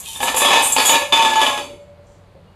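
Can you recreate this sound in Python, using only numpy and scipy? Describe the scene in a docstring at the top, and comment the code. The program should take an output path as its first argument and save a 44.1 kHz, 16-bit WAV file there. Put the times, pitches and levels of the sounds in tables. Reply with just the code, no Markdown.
"""Steel bowl on tile

Close by, in a hard-walled room, a kitten shoves a steel food bowl over the tiled floor. Its foot
judders, knocks and squeals; let go, the bowl drops back, rocks to rest with a sinking ring and hums
on in a low, beating tone. Kibble shifts, a paw lands, and a faint room rumble lies below. The bowl is
straight ahead of the microphone; only the treble of the reverberation spreads to the sides."""
import sys
import numpy as np
from scipy import signal
from scipy.fft import rfft, irfft
from scipy.io import wavfile

SR = 44100
rng = np.random.default_rng(int(sys.argv[2]) if len(sys.argv) > 2 else 0)


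def transcribe(signal):
    """Save signal, clipped to [-1, 1], as a 16-bit WAV file at the path in sys.argv[1]."""
    frames = np.atleast_2d(signal).T
    limited = np.clip(frames, -1, 1)
    pcm = np.round(limited * 32767).astype(np.int16)
    wavfile.write(sys.argv[1], SR, pcm)


N = 112454
T = np.arange(N) / SR


# The foot scraping over the floor. Each row: time in seconds, relative force in dB.
PUSH_FORCE = [(0, -38.5), (.09, -51), (.2, -35.5), (.232, -19), (.285, -12.5), (.31, -32.5), (.34, -30.5),
              (.375, -21), (.41, -15), (.455, -13), (.55, -10), (.6, -13), (.66, -22), (.755, -29),
              (.77, -28), (.8, -13.5), (.84, -26.5), (.895, -8.5), (.955, -13), (.98, -53.5), (1.11, -60.5)]
# The rim rolling on the tile once free. Each row: time in seconds, relative force in dB.
ROLL_FORCE = [(1.125, -9), (1.21, -17), (1.29, -13.5), (1.345, -20.5), (1.385, -13.5), (1.44, -18.5),
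              (1.485, -18.5), (1.52, -26), (1.6, -28.5), (1.65, -44), (1.7, -80)]
# The shell's contact noise, heard close. Each row: frequency in Hz, relative level in dB.
SHELL_SPECTRUM = [(60, -47.5), (150, -36.5), (240, -5), (450, -7.5), (800, -2), (1100, -2.5), (1350, -7),
                  (1530, -19), (1950, -13), (2450, -4), (2780, -7), (3030, -3.5), (3190, -15.5), (3380, -2),
                  (3700, -8), (4250, -19), (5000, -13.5), (5750, -24.5), (6400, -15.5), (7500, -18),
                  (9000, -22), (10500, -21.5), (14000, -35)]

def bowl(scrape_db=-4, roll_db=-5, pushed_ring_db=-4, free_ring_db=-7):
    """Scraping, rolling and knocks sound the shell broadly and ring its modes."""
    push = force(PUSH_FORCE) * slips()
    roll = force(ROLL_FORCE) * wobble() * slips()
    hits, blows = knocks()
    contact = colour(from_db(scrape_db) * push + from_db(roll_db) * roll + hits, SHELL_SPECTRUM)
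    free = T > PUSH_FORCE[-1][0] - .02
    pushed_force = from_db(pushed_ring_db) * (push + blows * ~free)
    free_force = from_db(free_ring_db) * (roll + blows * free)
    return contact, shell_modes(pushed_force, free_force)


def slips(per_s=1400, spread_db=3.5, judder_hz=75.4, judder_db=3.5):
    """Tiny stick-slip clicks that come in juddering clumps; rms 1."""
    sizes = from_db(spread_db * np.minimum(rng.exponential(1, N), 4)) * rng.choice([-1, 1], N)
    judder = rms_one(butter(rng.standard_normal(N), judder_hz, "low"))
    slipping = rng.random(N) < per_s / SR
    return rms_one(sizes * slipping * from_db(judder_db * np.clip(judder, -2, 2)))


def wobble(start_hz=18, doubling_s=.3, depth_db=3.5):
    """Gain of the rocking, which speeds up as the bowl settles."""
    rate = start_hz * 2 ** (np.clip(T - ROLL_FORCE[0][0], 0, .5) / doubling_s)
    return from_db(depth_db * np.sin(2 * np.pi * np.cumsum(rate) / SR))


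# Steel knocks on tile in front of the microphone.
# Each row: start in seconds, relative level in dB, offset for the ring in dB.
TILE_KNOCKS = [(0.16, -29.5, 3.5), (.204, -14.5, -2), (.229, -16, -3.5), (0.344, -14, -3),
               (.419, -12.5, 12), (0.452, -11.5, -29), (0.515, -29, 23.5), (0.532, -4, -12.5),
               (.764, -4.5, -7), (0.783, -4, -2), (0.852, -9.5, -5), (0.945, -10.5, 4.5), (0.955, -9.5, 6),
               (1.02, -18, 9.5), (1.124, -10, 7), (1.194, -17.5, 21.5), (1.249, -9, 8), (1.357, -14.5, 13),
               (1.415, -5, -19), (1.465, -7, 1.5), (1.501, -21.5, 13.5), (1.576, -14.5, 0.5)]

def knocks(decay_s=.0051, click=.83):
    """Each knock is a click and a few milliseconds of chatter: force on the shell and on its modes."""
    hits, blows, chatter = np.zeros(N), np.zeros(N), rng.standard_normal(N)
    for s, db, ring_db in TILE_KNOCKS:
        start = int(s * SR)
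        hit = from_db(db) * chatter[start:] * np.exp(-T[:N - start] / decay_s)
        hit[0] = from_db(db) * click
        hits[start:] += hit
        blows[start] += from_db(db + ring_db) * np.sqrt(decay_s * SR)
    return hits, blows


# The bowl's modes. Each row: frequency in Hz, gain in dB while pushed, gain in dB when free,
# T60 in seconds, share of the tilt glide.
BOWL_MODES = [(526, -13, -20, .25, 0), (905, -7, -12, .17, 1), (1050, -12, -16, .2, 0),
              (1114, -11, -11, .22, .5), (1715, -11, -19, .25, .5), (1776, -12, -26, .32, 0),
              (2210, -19, -21, .7, 0), (2410, -13, -13, .22, .4), (2545, -12, -14, .22, .4),
              (2953, -20, -12, .35, 0), (3025, -19, -14, .3, 0), (3357, -12, -14, .26, 0),
              (3535, -16, -11, .25, .1), (3768, -16, -24, .25, 0), (3914, -20, -28, .25, 0),
              (4490, -22, -25, .35, .1), (4717, -26, -31, .25, 0), (6230, -27, -27, .2, .2),
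              (6380, -21, -20, .2, .2), (6920, -26, -25, .2, 0)]

def shell_modes(pushed_force, free_force):
    """The steel rings with one balance of modes while pushed and another when free."""
    out = np.zeros(N)
    for hz, pushed_db, free_db, t60, share in BOWL_MODES:
        drive = from_db(pushed_db) * pushed_force + from_db(free_db) * free_force
        out += ring(drive, tilted(hz, share), t60)
    return out


# The glide as the bowl tilts on the floor. Each row: time in seconds, pitch change in percent.
TILT_GLIDE = [(.25, -1), (.55, 1.5), (.8, -2), (.97, 2.2), (1.12, -.5), (1.21, .3), (1.29, -1.8),
              (1.39, -2.2), (1.5, -4.8), (1.6, -7.5)]

def tilted(hz, share):
    """A mode's pitch follows its share of the glide, sinking as the bowl settles flat."""
    glide = np.interp(T, *np.transpose(TILT_GLIDE)) / 100
    return hz * (1 + share * glide)


# The two singing partials. 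Each row: frequency in Hz, share of the tilt glide.
SINGING_PARTIALS = [(904, 1), (1735, .5)]
# The freed bowl rocks on the spot. Each row: middle in seconds, length in seconds,
# level of the lower partial in dB, level of the upper in dB.
BOWL_ROCKS = [(1.138, 0.041, -16, -31), (1.204, 0.12, -14.5, -31.5), (1.274, 0.063, -15, -24),
              (1.329, 0.056, -18, -23), (1.386, 0.074, -12, -25), (1.434, 0.045, -17, -19),
              (1.488, 0.058, -24, -28.5), (1.569, 0.12, -27.5, -33.5)]

def singing(width_hz=3):
    """The rocking bowl sings in two partials, swelling with each rock and sinking in pitch."""
    lower, upper = (wavering(tilted(hz, share), width_hz) for hz, share in SINGING_PARTIALS)
    return sum(arch(s - length / 2, length) * (from_db(lower_db) * lower + from_db(upper_db) * upper)
               for s, length, lower_db, upper_db in BOWL_ROCKS)


# Close, dry pings. 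Each row: start in seconds, frequency in Hz, level in dB, T60 in seconds.
MODE_PINGS = [(.345, 520, -22, .3), (.06, 2530, -37, .4), (.068, 3650, -35, .35), (.081, 900, -39, .4),
              (.09, 3070, -34, .35), (.155, 3590, -28, .25), (.205, 820, -19, .2), (.229, 520, -25, .5),
              (.229, 925, -17, .4), (.229, 1716, -22, .4), (.345, 900, -20, .25), (.345, 2555, -27, .4),
              (.419, 581, -20, .7), (.455, 3357, -13, .4), (.514, 6400, -24, .25), (.531, 2555, -18, .3),
              (.531, 990, -13, .2), (.764, 880, -11, .15), (.775, 4485, -20, .35), (.853, 3350, -15, .25),
              (.943, 1720, -19, .35), (1.124, 3535, -9, .28), (1.249, 3535, -14, .22),
              (1.357, 6925, -26, .3), (1.413, 2953, -19, .25), (1.465, 3000, -16, .2)]

def pings():
    """A contact singles out one mode of the bowl."""
    return sum(struck(*row) for row in MODE_PINGS)


# The bowl's long hum. 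Each row: frequency in Hz, relative level in dB, T60 in seconds.
HUM_MODES = [(581, -22.5, 1.7), (570.8, -25.5, 1.7), (2195, -40, 1.4)]
# The blows that set it going. Each row: start in seconds, gain in dB.
HUM_STRIKES = [(.935, -2), (1.4255, -7)]

def hum():
    """A close pair of low modes rings long and beats, under a faint overtone."""
    return sum(struck(s, hz, db + blow_db, t60) for s, blow_db in HUM_STRIKES for hz, db, t60 in HUM_MODES)


def overtones(contact, count=600, low_hz=5946, high_hz=13700, t60=.24, db=-9):
    """The thin shell's many weak high modes, scattered at random, make each contact metallic."""
    t = T[:SR // 2]
    pitch, phase, strength = rng.random((count, 3)).T[:, :, None]
    hz = low_hz + pitch * (high_hz - low_hz)
    response = np.sum(strength * np.sin(2 * np.pi * (hz * t + phase)), axis=0) * decay(t, t60)
    return from_db(db) * convolve_unit(contact, response)


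# Skids down at the tile. Each row: start in seconds, length in seconds, relative level in dB.
EDGE_SKIDS = [(0, 0.0073, -26), (0.212, 0.033, -28), (0.227, 0.014, -25.5), (0.348, 0.003, -21.5),
              (0.362, 0.029, -15), (0.402, 0.02, -24), (0.62, 0.017, -19), (0.638, 0.03, -19.5),
              (0.668, 0.029, -27), (0.72, 0.008, -14), (0.802, 0.035, -23), (0.846, 0.014, -21.5),
              (0.855, 0.022, -17), (0.901, 0.0042, -17.5)]
# Their hiss from nearby. Each row: frequency in Hz, relative level in dB.
SKID_SPECTRUM = [(200, -58), (4000, -19), (5800, -13.5), (7200, 2), (8600, -2), (10500, 0.5), (12000, -4.5),
                 (14000, -11)]

def skids(attack_s=.001, release_s=.0021):
    """The steel edge catches and skids with a short bright hiss."""
    envelope = sum(from_db(db) * burst(s, length, attack_s, release_s) for s, length, db in EDGE_SKIDS)
    return envelope * colour(rng.standard_normal(N), SKID_SPECTRUM)


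# Squeals near the microphone, with little room on them.
# Each row: start in seconds, length in seconds, frequency in Hz, relative level in dB.
EDGE_SQUEALS = [(.364, .06, 7500, -27.5), (.385, .075, 9450, -26.5), (.633, .04, 8460, -16.5),
                (.64, .07, 9400, -24), (.722, .014, 7600, -10.5), (.857, .045, 8150, -18),
                (.859, .066, 6868, -14.5)]

def squeals(upper_ratio=1.905, upper_db=-10, width_hz=130):
    """The sticking edge gives a rough two-partial squeal that stops when it lets go."""
    out = np.zeros(N)
    for s, length, hz, db in EDGE_SQUEALS:
        tone = wavering(hz, width_hz) + from_db(upper_db) * wavering(hz * upper_ratio, width_hz)
        out += from_db(db) * burst(s, length, attack_s=.001, release_s=.006) * tone
    return out


# Kibble shifts in the bowl and on the floor. Each row: start in seconds, length in seconds,
# relative level in dB, band centre in Hz, bandwidth in Hz.
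KIBBLE_SHIFTS = [(0.02, 0.16, -37, 3400, 1210), (0.048, 0.15, -32, 9000, 5500), (1.8, 0.05, -66, 7270, 900),
                 (2.028, 0.16, -63.5, 6880, 2453), (2.42, 0.16, -66, 2890, 80)]
# The last quick rocks thrum and ring thinly against the floor. Each row reads as for the kibble.
RIM_THRUM = [(1.56, .21, -42, 331, 200), (1.58, 0.064, -42.5, 4530, 110)]

def rustle(rows):
    """Short swells of tiny contacts in one band: sliding pellets, or the rim's last thrum."""
    out, grit = np.zeros(N), slips()
    for s, length, db, hz, width_hz in rows:
        band = butter(grit, [max(hz - width_hz / 2, 100), hz + width_hz / 2], "band")
        out += from_db(db) * np.sqrt(arch(s, length)) * rms_one(band)
    return out


# One soft step on the tile. Each row: start in seconds, level in dB, frequency in Hz.
PAW_STEPS = [(2.345, -46, 518)]

def paws(rise_s=.015, width_hz=79):
    """A padded paw lands with a dull pat."""
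    out = np.zeros(N)
    for s, db, hz in PAW_STEPS:
        age = np.maximum(T - s, 0) / rise_s
        out += from_db(db) * age * np.exp(1 - age) * wavering(hz, width_hz)
    return out


def room(x, t60=.42, bass_t60=.21, bass_hz=390, delay_s=.0029):
    """The hard walls return a diffuse tail of unit power; its bass dies sooner."""
    t, noise = T[:SR], rng.standard_normal(SR)
    bass = signal.sosfiltfilt(signal.butter(2, bass_hz, fs=SR, output="sos"), noise, padtype=None)
    tail = bass * decay(t, bass_t60) + (noise - bass) * decay(t, t60)
    return convolve_unit(x, tail * (t > delay_s))


# Room tone at the microphone. Each row: frequency in Hz, relative level in dB.
AIR_SPECTRUM = [(25, -17.5), (50, -5), (95, -10), (130, -9), (180, -9.5), (260, -20.5), (480, -15),
                (900, -20), (1500, -27.5), (3000, -33.5), (4600, -36), (5400, -45.5), (8000, -46),
                (14000, -52)]
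# An appliance in the background. Each row: frequency in Hz, level in dB.
APPLIANCE_TONES = [(90, -52), (178, -58.5)]

def background(air_db=-49.5, drone_width_hz=14):
    """Rumbling room air and a faint, wavering appliance drone."""
    air = from_db(air_db) * colour(rng.standard_normal(N), AIR_SPECTRUM)
    return air + sum(from_db(db) * wavering(hz, drone_width_hz) for hz, db in APPLIANCE_TONES)


def from_db(db):
    """Decibels to gain."""
    return 10 ** (np.asarray(db) / 20)


def rms_one(x):
    """Scale to unit rms."""
    return x / np.sqrt(np.mean(x ** 2) + 1e-20)


def force(rows):
    """Gain along a level curve, silent outside it."""
    return from_db(np.interp(T, *np.transpose(rows), left=-120, right=-120))


def decay(t, t60):
    """A fall of 60 dB every t60 seconds."""
    return np.exp(-np.log(1000) * t / t60)


def burst(s, length, attack_s, release_s):
    """Attack, hold and release."""
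    return np.clip((T - s) / attack_s, 0, 1) * np.exp(-np.clip(T - s - length, 0, .2) / release_s)


def arch(s, length):
    """A half-sine swell."""
    return np.abs(np.sin(np.pi * np.clip((T - s) / length, 0, 1)))


def butter(x, hz, kind, order=2):
    """Butterworth filter."""
    return signal.sosfilt(signal.butter(order, hz, kind, fs=SR, output="sos"), x)


def convolve_unit(x, response):
    """Apply an impulse response scaled to unit energy."""
    return signal.fftconvolve(x, response / np.linalg.norm(response))[:N]


def colour(x, points, size=4096):
    """Minimum-phase filter with the given spectrum and unit power gain."""
    hz, db = np.transpose(points)
    log_bins = np.log(np.fft.rfftfreq(size, 1 / SR) + 1)
    gain = rms_one(from_db(np.interp(log_bins, np.log(hz), db)))
    cepstrum = irfft(np.log(gain))
    cepstrum[1:size // 2] *= 2
    cepstrum[size // 2 + 1:] = 0
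    return signal.fftconvolve(x, irfft(np.exp(rfft(cepstrum))))[:N]


def ring(x, hz, t60):
    """A driven mode whose pitch may glide; unit power gain for noise."""
    turn = np.exp(2j * np.pi * np.cumsum(hz * np.ones(N)) / SR)
    pole = decay(1 / SR, t60)
    amplitude = signal.lfilter([1], [1, -pole], x / turn + 1e-18)
    return np.sqrt(2 * (1 - pole ** 2)) * (turn * amplitude).imag


def struck(s, hz, db, t60):
    """One mode struck once."""
    age = np.maximum(T - s, 0)
    return from_db(db) * np.sin(2 * np.pi * hz * age) * decay(age, t60)


def wavering(hz, width_hz):
    """A tone of steady strength whose phase wanders; rms 1."""
    wander = np.sqrt(2 * np.pi * width_hz / SR) * butter(rng.standard_normal(N), 4 * width_hz, "low")
    return np.sqrt(2) * np.sin(np.cumsum(2 * np.pi * hz / SR + wander))


def scene(low_cut_hz=240, wide_above_hz=6800):
    """Bowl and room as at a mid-side microphone: only the treble of the reverberation is wide."""
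    contact, rings = bowl()
    rings = butter(rings, low_cut_hz, "high")
    contact += skids()
    contact = butter(contact + overtones(contact), low_cut_hz, "high", order=4)
    contact += rustle(KIBBLE_SHIFTS) + rustle(RIM_THRUM)
    squeal = squeals()
    direct = from_db(-4) * (contact + squeal) + from_db(-2) * rings
    to_walls = from_db(-3) * (contact + from_db(-8) * rings + from_db(-11) * squeal)
    mid = direct + hum() + singing() + pings() + room(to_walls) + paws() + background()
    side = from_db(-6) * butter(room(to_walls), wide_above_hz, "high", order=8)
    return np.array([mid + side, mid - side])


def record(dry, ceiling=.86, cutoff_hz=13700):
    """Peaks are rounded below full scale and the highest treble is cut."""
    dry = butter(dry, 15000, "low", order=6)
    rounded = dry / (1 + (dry / ceiling) ** 4) ** .25
    return signal.sosfilt(signal.ellip(10, .1, 90, cutoff_hz, fs=SR, output="sos"), rounded)


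dry = scene()
out = record(dry)
transcribe(out)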